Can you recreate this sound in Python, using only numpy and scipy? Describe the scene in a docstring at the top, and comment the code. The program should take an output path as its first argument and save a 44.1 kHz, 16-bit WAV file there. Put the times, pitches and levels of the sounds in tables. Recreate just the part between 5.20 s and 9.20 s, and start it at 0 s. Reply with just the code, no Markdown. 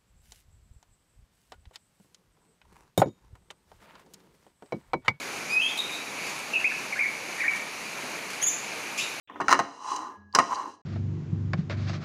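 """A porch, where a small caged songbird gives rising whistles, three low warbled chirps, a shrill
double chip and a rasp. Its notes are gliding tones coloured by throat and beak; the rasp is noise
around a squeak. Faint, short ticks and feather rustles come as the bird moves. The walls echo, a
steady outdoor hiss lies behind, and an automatic gain control turns the loudest notes down."""
import sys
import numpy as np
from scipy import signal
from scipy.fft import rfft, irfft, next_fast_len
from scipy.io import wavfile
from scipy.ndimage import uniform_filter1d, map_coordinates

SR = 44100
rng = np.random.default_rng(int(sys.argv[2]) if len(sys.argv) > 2 else 0)


def log_audio(samples):
    """Write samples as a 16-bit WAV file to the path given in sys.argv[1]."""
    # one column per channel
    frames = np.atleast_2d(samples).T
    # limit to full scale, then quantise
    limited = np.clip(frames, -1, 1)
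    pcm = np.round(limited * 32767).astype(np.int16)
    wavfile.write(sys.argv[1], SR, pcm)


N = 176400

# a whistle's overtones: multiple of the pitch, relative level/dB
OVERTONES = [(2, -1), (3, -6), (4, -11.5), (5, -9)]
ATTACK_S, RELEASE_S = 0.0059, 0.0064  # a note's soft start and end
WAVER_PER_S = 550  # how fast a whistle's pitch trembles


def amp(db):
    """Turn decibels into a gain."""
    return 10 ** (np.asarray(db) / 20)


def unit(x):
    """Scale a signal to an average power of 1."""
    return x / np.sqrt(np.mean(x ** 2) + 1e-20)


def fade(t, t60):
    """Die away by 60 dB every t60 seconds."""
    return np.exp(-np.log(1000) * t / t60)


def along(points, hz):
    """Read between (f/Hz, value) points on a log frequency axis."""
    f, values = np.transpose(points)
    return np.interp(np.log(hz + 1), np.log(f + 1), values)


def wobble(rate):
    """A smooth curve through `rate` random values a second."""
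    return map_coordinates(rng.standard_normal(N // 20), [np.arange(N) * rate / SR], mode="wrap")


def filtered(x, response):
    """Scale each frequency in x by response(hz)."""
    size = next_fast_len(N + SR // 2)
    return irfft(rfft(x, size) * response(np.fft.rfftfreq(size, 1 / SR)), size)[:N]


def noise(spectrum):
    """Noise of power 1 with the given tone colour."""
    return unit(filtered(rng.standard_normal(N), lambda hz: amp(along(spectrum, hz))))


def add(out, start_s, x):
    """Mix x into out at start_s."""
    part = out[round(start_s * SR):][:len(x)]
    part += x[:len(part)]


def outdoor_hiss():
    """A steady hiss whose colour and loudness drift a little; near 1.1 s it swells briefly as the bird's wings
    flutter."""
    # colour of the hiss: f/Hz, relative level/dB
    spectrum = [(15, -70), (25, -40), (48, -43), (66, -20), (96, -18.5), (119, -9), (148, -7), (198, -4),
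                (305, -2), (349, -3.5), (433, -2.5), (537, -3.5), (826, -2), (895, -2), (1080, -2.5),
                (1490, -4.5), (1950, -4), (2360, 3.5), (3260, -11.5), (4500, -8.5), (5280, -13), (6550, -8),
                (7910, -19.5), (10400, -16), (15500, -32.5)]
    # its slow rise and fall, with a brief swell near 1.1 s as the wings flutter: t/s, level/dB
    levels = [(0, -35.5), (.9, -36.5), (1.1, -34.5), (1.3, -36.5), (2.1, -37), (2.7, -36), (3.1, -36.5),
              (3.6, -35.5), (4, -36)]
    patch_db, drift_db = 0.94, 0.45
    bands = signal.stft(noise(spectrum), nperseg=512)[2]
    patches = uniform_filter1d(rng.standard_normal(bands.shape), 6, axis=0)  # smooth over frequency
    patches = uniform_filter1d(patches, 14, axis=1)  # and over time
    hiss = signal.istft(bands * amp(patch_db * unit(patches)), nperseg=512)[1][:N]
    level_db = np.interp(np.arange(N) / SR, *np.transpose(levels))
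    return unit(hiss) * amp(level_db + drift_db * wobble(8))


def porch_echo(x):
    """The sound arrives directly, then bounces off the walls and blurs into a fading tail."""
    # echoes from the walls: delay/s, level/dB
    walls = [(.0045, -15.5), (0.0107, -5), (.047, -20)]
    # how long the porch rings: f/Hz, time to fall 60 dB/s
    ring_times = [(500, 1), (2300, 0.45), (4000, 0.47), (7000, .42), (14000, 0.36)]
    tail_db, build_s = -4.5, 0.014
    hz, t, bands = signal.stft(rng.standard_normal(SR), SR, nperseg=256)
    bands = bands * fade(t, along(ring_times, hz)[:, None]) * (1 - np.exp(-t / build_s))
    tail = signal.istft(bands, SR, nperseg=256)[1]
    out = x + amp(tail_db) * signal.fftconvolve(x, tail / np.linalg.norm(tail))[:N]
    for delay, db in walls:
        add(out, delay, amp(db) * x)
    return out


def ticks_and_rustles():
    """Faint, short ticks and feather rustles as the bird moves, each a quickly fading burst of noise."""
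    # bursts: t/s, level/dB
    bursts = [(0.593, -39), (1.067, -36), (1.095, -38), (1.19, -37), (2.36, -38), (3.103, -34),
              (3.133, -36)]
    # their colour: f/Hz, relative level/dB
    spectrum = [(300, -15), (1000, 4), (4000, 4), (7000, 1), (10000, -2), (15000, -19)]
    envelope, t = np.zeros(N), np.arange(SR // 4) / SR
    for start, db in bursts:
        add(envelope, start, amp(db) * fade(t, t60=0.05))
    return envelope * noise(spectrum)


def voice(hz, partials):
    """The bird's tone: partials (sine waves at multiples of the pitch) coloured by throat and beak."""
    # colour from throat and beak: f/Hz, gain/dB
    beak = [(3000, -2.5), (5000, 0.5), (6500, -4.5), (8000, -8.5), (9900, 1.5), (11200, 0), (12300, -17),
            (15000, -3)]
    phase = 2 * np.pi * np.cumsum(hz) / SR
    tone = np.zeros(len(hz))
    for k, db in partials:
        gain = amp(db + along(beak, k * np.abs(hz)))
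        tone += gain * np.sin(k * phase) * (k * hz < SR / 2)
    return np.sqrt(2) * tone


def note(row, partials, bend):
    """One soft-edged note that glides through three pitches while `bend` makes it tremble."""
    start, length, first, middle, last, db = row
    t = np.arange(int(length * SR)) / SR
    glide = np.polyval(np.polyfit([0, 0.5, 1], [first, middle, last], 2), t / length)
    hz = glide * (1 + bend[round(start * SR):][:len(t)])
    attack = np.sin(np.pi / 2 * np.clip(t / ATTACK_S, 0, 1)) ** 2
    release = np.sin(np.pi / 2 * np.clip((length - t) / RELEASE_S, 0, 1)) ** 2
    return amp(db) * attack * release * voice(hz, partials)


def rasp():
    """A harsh, rattling burst of noise around a rough rising squeak."""
    # colour of the burst: f/Hz, relative level/dB
    spectrum = [(1500, -26), (2500, 5), (4000, -5), (5500, -0.5), (7300, 0.5), (8500, -19), (10500, -5.5),
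                (13000, -24), (15500, -24)]
    # the squeak's notes: t/s, length/s, first f/Hz, middle f/Hz, last f/Hz, base level/dB
    squeaks = [(3.783, 0.0242, 2343, 2566, 3100, -27.5), (3.804, 0.042, 3450, 3730, 3950, -36)]
    # their partials: multiple of the pitch, relative level/dB
    partials = [(1, 0), (2, -13), (3, -24)]
    start_s, attack_s, hold_s = 3.775, 0.0039, 0.028
    burst_db, rattle_db = -32, 1.5
    t = np.arange(N) / SR - start_s
    envelope = np.clip(t / attack_s, 0, 1) * fade(np.maximum(t - hold_s, 0), t60=0.2)
    rattle = unit(noise(spectrum) * amp(rattle_db * wobble(500)))
    out = amp(burst_db) * envelope * rattle
    bend = 0.035 * wobble(900)
    for row in squeaks:
        add(out, row[0], note(row, partials, bend))
    return out


def chips():
    """Shrill, fluttering notes, strongest at twice their pitch; the two sides of the throat overlap."""
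    # notes: t/s, length/s, first f/Hz, middle f/Hz, last f/Hz, base level/dB, side partial boost/dB
    notes = [(3.212, .016, 3080, 3100, 3050, -31, 13), (3.223, 0.011, 3040, 3254, 3440, -18.5, 12),
             (3.228, 0.022, 3330, 3340, 3280, -16.5, 0), (3.260, 0.022, 3290, 3350, 3260, -18, -3),
             (3.264, 0.028, 3486, 3545, 3430, -18.5, 3), (3.284, 0.016, 3410, 3150, 2940, -21, -1)]
    # the weaker side partials: multiple of the pitch, relative level/dB
    side_partials = [(1, -26), (3, -27), (4, -22)]
    trill_hz, trill_depth, roughness = 330, 0.013, 0.016
    trill = trill_depth * np.sin(2 * np.pi * trill_hz * np.arange(N) / SR)
    bend = trill + roughness * wobble(700)
    out = np.zeros(N)
    for *row, side_db in notes:
        partials = [(2, 0)] + [(k, db + side_db) for k, db in side_partials]
        add(out, row[0], note(row, partials, bend))
    return out


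def opening_whistle():
    """A held whistle that scoops up, then swells and turns pure."""
    # the whistle's path: t/s, f/Hz, base level/dB, overtone boost/dB
    path = [(.295, 2224, -29, -12), (.305, 2397, -29.5, -13), (.316, 2511, -30.5, -17),
            (0.339, 2505, -21.5, -10.5), (.354, 2508, -26, -40), (.370, 2523, -14.5, -44),
            (.392, 2550, -24, -42), (.409, 2720, -12.5, -38)]
    times, *columns = np.transpose(path)
    t = np.arange(N) / SR
    hz, level_db, bright_db = [np.interp(t, times, column) for column in columns]
    envelope = np.clip((t - times[0]) / ATTACK_S, 0, 1) * np.clip((times[-1] - t) / RELEASE_S, 0, 1)
    bend = 0.0016 * wobble(WAVER_PER_S)
    partials = [(1, 0)] + [(k, db + bright_db) for k, db in OVERTONES]
    return envelope * amp(level_db) * voice(hz * (1 + bend), partials)


def whistles():
    """Short gliding whistles and low, throaty chirps; rough ones flutter in pitch and loudness."""
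    # notes: t/s, length/s, first f/Hz, middle f/Hz, last f/Hz, base level/dB, overtone boost/dB,
    # roughness as a share of the pitch
    notes = [ (0.404, 0.077, 2630, 2596, 2680, -30, -38, 0.01),
             (.410, 0.025, 2930, 3054, 3030, -25.5, -28, 0.05),
             (0.416, 0.06, 3256, 3216, 3400, -26.5, -15.5, 0.01),
             (0.48, 0.027, 3440, 3540, 3660, -35, -17, 0.02),
             (.570, 0.0165, 3440, 3670, 3750, -34, -2, 0.1),
             (.585, 0.032, 3734, 3767, 3790, -26.5, -21, 0.02),
             (0.707, 0.061, 3674, 3826, 3770, -39.5, -9, 0.03),
             (.785, 0.053, 3830, 3900, 3820, -46, -24, 0),
             (1.332, 0.028, 2650, 2694, 2560, -22.5, -32, 0.03),
             (1.353, .024, 2650, 2610, 2480, -19.5, -39, 0.03),
             (1.418, 0.012, 1700, 1710, 1800, -35, -30, .03),
             (1.440, .034, 2072, 2487, 2590, -17, -39, 0.03),
             (1.512, 0.017, 1710, 1650, 1590, -32.5, -30, 0.07),
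             (1.722, 0.019, 2440, 2230, 1960, -25.5, -34, 0.03),
             (1.755, 0.037, 1605, 1735, 2130, -34.5, -30, 0.05),
             (1.789, 0.0167, 1957, 2280, 2380, -18.5, -36, 0.04),
             (1.805, 0.025, 2114, 2307, 2280, -18.5, -41, 0.02),
             (1.829, 0.023, 2286, 2160, 1970, -23.5, -30, .06),
             (1.854, 0.013, 2220, 2290, 2240, -22, -32, .03),
             (2.177, 0.038, 2196, 1815, 1820, -34, -18, 0.07),
             (2.201, 0.028, 2290, 2232, 1860, -24, -24, 0.04),
             (2.236, 0.0366, 1720, 1840, 1910, -25.5, -39, 0.05),
             (2.237, 0.029, 2225, 2180, 2120, -32, -32, 0.06),
             (2.277, .016, 2130, 2335, 1900, -13.5, -50, .02),
             (3.223, 0.0186, 2000, 2636, 3170, -32.5, -13, 0.09)]
    out = np.zeros(N)
    pitch_flutter, loudness_flutter = wobble(WAVER_PER_S), wobble(500)
    for *row, bright_db, roughness in notes:
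        partials = [(1, 0)] + [(k, db + bright_db) for k, db in OVERTONES]
        tone = note(row, partials, roughness * pitch_flutter)
        start, depth = row[0], 3.2 * roughness
        rattle = 1 + depth * loudness_flutter[round(start * SR):][:len(tone)]
        add(out, start, tone * rattle / np.hypot(1, depth))  # keeps the power about the same
    return out


def scene():
    """The bird on its porch over the hiss, alike in both channels."""
    mono = porch_echo(opening_whistle() + chips() + ticks_and_rustles())
    mono += porch_echo(whistles() + rasp())
    mono += outdoor_hiss()
    return np.array([mono, mono])


def record(dry):
    """A quick gain control turns loud notes down, and the very highest treble is cut off."""
    threshold_db, squeeze = -30, 0.3  # squeeze: dB taken off for each dB over the threshold
    sense_s, smooth_s, top_hz = 0.0089, 0.0067, 15600
    power = np.abs(uniform_filter1d(dry[0] ** 2, int(sense_s * SR)))
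    over_db = np.maximum(10 * np.log10(power + 1e-12) - threshold_db, 0)
    memory = np.exp(-1 / (smooth_s * SR))
    gain = amp(-squeeze * signal.lfilter([1 - memory], [1, -memory], over_db))
    return np.array([filtered(side * gain, lambda hz: hz < top_hz) for side in dry])


dry = scene()
out = record(dry)
log_audio(out)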